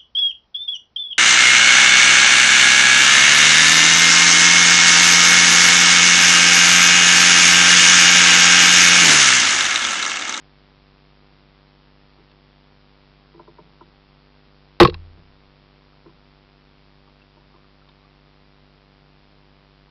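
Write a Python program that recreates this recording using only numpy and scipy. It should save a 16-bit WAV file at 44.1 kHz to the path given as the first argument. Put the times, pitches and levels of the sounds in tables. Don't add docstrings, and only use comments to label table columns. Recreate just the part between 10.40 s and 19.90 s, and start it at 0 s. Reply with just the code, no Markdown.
import sys
import numpy as np
from scipy import signal
from scipy.fft import rfft, irfft
from scipy.io import wavfile

SR = 44100
rng = np.random.default_rng(int(sys.argv[2]) if len(sys.argv) > 2 else 0)


def dump_mix(stems):
    frames = np.atleast_2d(stems).T
    limited = np.clip(frames, -1, 1)
    pcm = np.round(limited * 32767).astype(np.int16)
    wavfile.write(sys.argv[1], SR, pcm)


def voltage_ratio(level):
    return 10 ** (np.asarray(level, float) / 20)


N = 418950


def knock():
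    # f/Hz, level/dB, t60/s
    boom = [(27.5, -11, .1), (62, -13, 0.064), (96.3, -3.5, .05), (124, 1.5, .05), (146.8, 5, 0.058),
            (201, -1, .04), (243, -4, .04)]
    body = [(346.5, 1, 0.045), (440, -8, 0.062), (490, -7.5, 0.052), (567, -15.5, 0.023),
            (627, -16.5, 0.025)]
    deck = [(813, -5, 0.024), (965, -5, 0.019), (1050, -2, 0.031), (1100, -1, 0.034), (1273, -13, 0.03),
            (1430, -11.5, 0.023)]
    # f/Hz, level/dB, t60/s
    sway_modes = [(22, -7, 1), (49.1, -3, 0.68), (84, 1.5, 0.84), (161, -2, 0.31), (342, -5, 0.31),
                  (425, -13, 0.22)]
    # t/s, level/dB
    sway_blow = [
        (4.47, -31.5),
    ]
    edge_blows = [
        (4.4008, 7.5),
        (4.4045, 1),
        (4.408, 0),
        (4.4496, -3),
        (4.523, -40),
    ]
    flat_blows = [
        (4.4095, 18),
        (4.4153, 10),
        (4.4211, 2),
        (4.4805, -14.5),
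    ]
    fitting_clicks = [
        (4.4315, -8.5),
        (4.473, -24),
        (4.497, -28.5),
        (4.533, -48),
        (4.5425, -31.5),
    ]
    lurches = [
        (4.404, -4),
        (4.428, -6),
        (4.444, -13.5),
        (4.46, -24),
    ]
    edge, flat = (-18, -4, -1.5, -17), (-26, 0, -28, -26)
    click, loose = (-14, -13.5, -5, -2), (-9, -11, -10, -2)
    heave = (0, -22, -30, -40)

    sway = family(sway_modes, np.array(sway_blow), swell_s=0.067, rattle=0.0098, travel_s=0.00069)
    blows = contacts((edge_blows, edge), (flat_blows, flat), (lurches, heave),
                     (fitting_clicks, click), (rattling(count=19), loose))
    snap = cracks(edge_blows[:4], boost_db=-3.5) + cracks(fitting_clicks, boost_db=4)
    return sway + snap + struck(blows, boom, body, deck, metres=.8)


def taps():
    # f/Hz, level/dB, t60/s
    boom = [(124, -10, .12), (169.3, -4, 0.27)]
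    body = [(340, 4.5, 0.094), (390, -14, 0.043), (429, -1.5, 0.1)]
    deck = [(610, -4, 0.079), (802, -8.5, 0.058), (922, 1, 0.064), (1008, 1, 0.054), (1150, -6, .04),
            (1320, -3, 0.027), (1420, -8, 0.023)]
    # t/s, level/dB
    edge_taps = [
        (2.9925, -41),
        (3.074, -46.5),
        (3.182, -42),
        (3.407, -44),
        (6.672, -56.5),
        (6.965, -52.5),
        (7.138, -55.5),
    ]
    soft_bumps = [(1.778, -51), (1.797, -55), (3.076, -54), (2.94, -47.5), (2.955, -53), (2.97, -53),
                  (3.184, -54), (5.658, -44)]
    dull_heaves = [(3.1, -55), (3.2, -53), (3.26, -52), (3.32, -55), (3.47, -50), (4.77, -43), (5.685, -47),
                   (5.725, -53)]
    small_clicks = [
        (1.914, -54),
        (7.489, -54),
    ]
    edge, flat = (-8, -3.5, 0, -32), (-2, 0, -10, -30)
    heave, click = (0, -12, -20, -30), (-16, -12, -3, 1)

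    blows = contacts((edge_taps, edge), (soft_bumps, flat), (dull_heaves, heave), (small_clicks, click))
    return struck(blows, boom, body, deck, metres=3.09) + cracks(small_clicks, boost_db=4)


def ticks():
    # t/s, level/dB, f/Hz
    loose_parts = [(2.321, -56, 945), (2.857, -54, 1100), (3.769, -59, 1210), (5.41, -62, 1050),
                   (5.465, -61, 1000), (5.53, -59, 1260), (5.566, -58, 1020), (5.659, -45, 394),
                   (5.662, -51, 1050), (5.694, -56, 1000), (5.745, -57, 1100), (6.675, -53, 1150),
                   (6.817, -58, 2700), (7.015, -56.5, 990), (7.14, -53, 1190), (7.489, -53, 3100),
                   (7.16, -51, 1025), (7.244, -55, 1180), (7.42, -54, 1320), (7.475, -54, 1120),
                   (7.49, -46, 3650), (7.65, -55, 1190), (9.48, -55, 948)]
    t60_1khz_s, damping_exponent = 0.048, .4
    out = np.zeros(N)
    for s, db, hz in loose_parts:
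        mode = (hz, 3, t60_1khz_s * (1000 / hz) ** damping_exponent)
        out += family([mode], np.array([(s, db)]), swell_s=.006, rattle=0.31, travel_s=.0001)
    return out


def rattling(count):
    start_s, gap_s = 4.404, .005
    first_db, fall_db_per_s, spread_db = -7.5, 400, 2
    chance = rng.standard_normal((count, 2))
    after_s = gap_s * (np.arange(count) + .3 * chance[:, 0])
    level_db = first_db - fall_db_per_s * after_s + spread_db * chance[:, 1]
    return list(zip(start_s + after_s, level_db))


def contacts(*groups):
    return [(s, *(db + np.array(kind))) for events, kind in groups for s, db in events]


def struck(blows, boom, body, deck, metres):
    # f/Hz, level/dB, t60/s
    fittings = [(1642, -5.5, 0.013), (1980, -6, .012), (2400, -5.5, 0.013), (2700, -2.5, .012),
                (3303, -5, 0.011), (3760, -1.5, .012), (4030, -2, .01), (4399, -2, .013),
                (5000, -5.5, .008), (5700, -1.5, .005)]
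    blows = np.array(blows)
    return (family(boom, blows[:, [0, 1]], swell_s=0.021, rattle=0.092, travel_s=.0005 * metres)
            + family(body, blows[:, [0, 2]], swell_s=0.02, rattle=0.28, travel_s=.0007 * metres)
            + family(deck, blows[:, [0, 3]], swell_s=0.0056 * metres, rattle=0.33, travel_s=.0008 * metres)
            + family(fittings, blows[:, [0, 4]], swell_s=0.0069, rattle=0.88, travel_s=.0001))


def family(modes, blows, swell_s, rattle, travel_s):
    at, out = (blows[:, 0] * SR).astype(int), np.zeros(N)
    longest_s = max(t60 for hz, db, t60 in modes)
    heard = slice(at.min(), min(N, at.max() + int(2 * SR * longest_s)))
    t = np.arange(round(.02 * SR)) / SR
    chance_db = rng.normal(0, 2.0, (len(at), len(modes)))

    bursts = rng.standard_normal((len(at), len(t))) * np.exp(-t / .003)
    bursts *= rattle / np.sqrt(np.sum(bursts ** 2, axis=1, keepdims=True))
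    bursts[:, 0] += 1

    for k, (hz, level_db, t60) in enumerate(modes):
        late = int(travel_s * SR * 1000 / hz)
        when = at[:, None] + late + np.arange(len(t))
        gain = voltage_ratio(blows[:, 1] + level_db + chance_db[:, k])
        force = np.full(N + SR, 1e-18)
        np.add.at(force, when, bursts * gain[:, None])
        spread = ring(force[heard], hz, swell_s) * 2 * np.log(1000) / (swell_s * SR)
        out[heard] += (-1) ** k * ring(spread, hz, t60)
    return out


def ring(force, hz, t60):
    r, w = voltage_ratio(-60 / (t60 * SR)), 2 * np.pi * hz / SR
    return signal.lfilter([.5, 0, -.5], [1, -2 * r * np.cos(w), r * r], force)


def cracks(blows, boost_db):
    t60_s = .022
    t, out = np.arange(round(.03 * SR)) / SR, np.zeros(N)
    for (s, db), noise in zip(blows, rng.standard_normal((len(blows), len(t)))):
        out[int(s * SR):][:len(t)] += voltage_ratio(db + boost_db - 60 * t / t60_s) * noise
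    band = signal.butter(2, [500, 4200], "band", fs=SR, output="sos")
    return signal.sosfilt(band, out + 1e-18)


def buzz(leak_hz=150, sag_hz=62, sag_damping=0.54):
    # time from switch-off/ms, size [relative]
    steps = [
        (-10.95, 1),
        (-10.1, .13),
        (-.86, -.17),
        (0, -1),
    ]
    # t/s, shift/ms
    slips = [
        (3.585, -.45),
        (8.905, -.99),
    ]
    cycle_s, late_ms = .0202522, 14.86
    on_wobble_ms, off_wobble_ms = (-.09, .05, .04), (.05, -.08, .03)

    cycle = np.arange(-6, int(N / SR / cycle_s) + 1)
    slipped_ms = sum(ms * (cycle * cycle_s > s) for s, ms in slips)
    off_s = cycle * cycle_s + (late_ms + slipped_ms) / 1000
    lead = SR // 5
    edges = np.zeros(N + 2 * lead)
    for ms, size in steps:
        wobble_ms = np.array(on_wobble_ms if size > 0 else off_wobble_ms)[cycle % 3]
        edge_s = off_s + (ms + wobble_ms) / 1000
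        edges[lead + np.round(edge_s * SR).astype(int)] += size

    spikes = signal.lfilter([1], [1, -np.exp(-2 * np.pi * leak_hz / SR)], edges)
    w = 2 * np.pi * sag_hz
    sag = signal.bilinear([1, .9 * w, 0.54 * w * w], [1, 2 * sag_damping * w, w * w], SR)
    return voltage_ratio(-42) * signal.lfilter(*sag, spikes)[lead:lead + N]


def hiss():
    # f/Hz, spectral level/dB
    spectrum = np.array([(8, -19.5), (25, 5), (60, -0.5), (100, 3.5), (150, 4.5), (300, -1.5), (600, -3),
                         (1000, -3.5), (1700, -6), (3000, -6.5), (4800, -8), (6500, -9)])
    hz = np.fft.rfftfreq(N, 1 / SR) + 1
    tilt_db = np.interp(np.log(hz), np.log(spectrum[:, 0]), spectrum[:, 1])
    noise = irfft(rfft(rng.standard_normal(N)) * voltage_ratio(tilt_db), N)
    return voltage_ratio(-56.5) * noise / noise.std()


def scene():
    hull = knock() + taps() + ticks()
    return (hull + buzz() + hiss())[None]


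def flatten(x, top):
    return x / (1 + np.abs(x / top) ** 24) ** (1 / 24)


def roll_off(x):
    return signal.sosfilt(signal.butter(12, 16480, fs=SR, output="sos"), x)


def record(dry):
    overload, ceiling = .72, .71
    converter_hz, grain_db = 5503, -102
    hz = np.fft.rfftfreq(N, 1 / SR)
    slope = np.clip((hz - converter_hz) / 900 + 0.65, 0, None)
    narrow = irfft(rfft(flatten(dry, overload)) * voltage_ratio(-18 * slope ** 2), N)
    grain = voltage_ratio(grain_db) * rng.standard_normal(dry.shape)
    top_cut = signal.cheby2(10, 60, 16600, fs=SR, output="sos")
    mix = signal.sosfilt(top_cut, flatten(narrow, ceiling) + grain)
    return roll_off(mix)


dry = scene()
out = record(dry)
dump_mix(out)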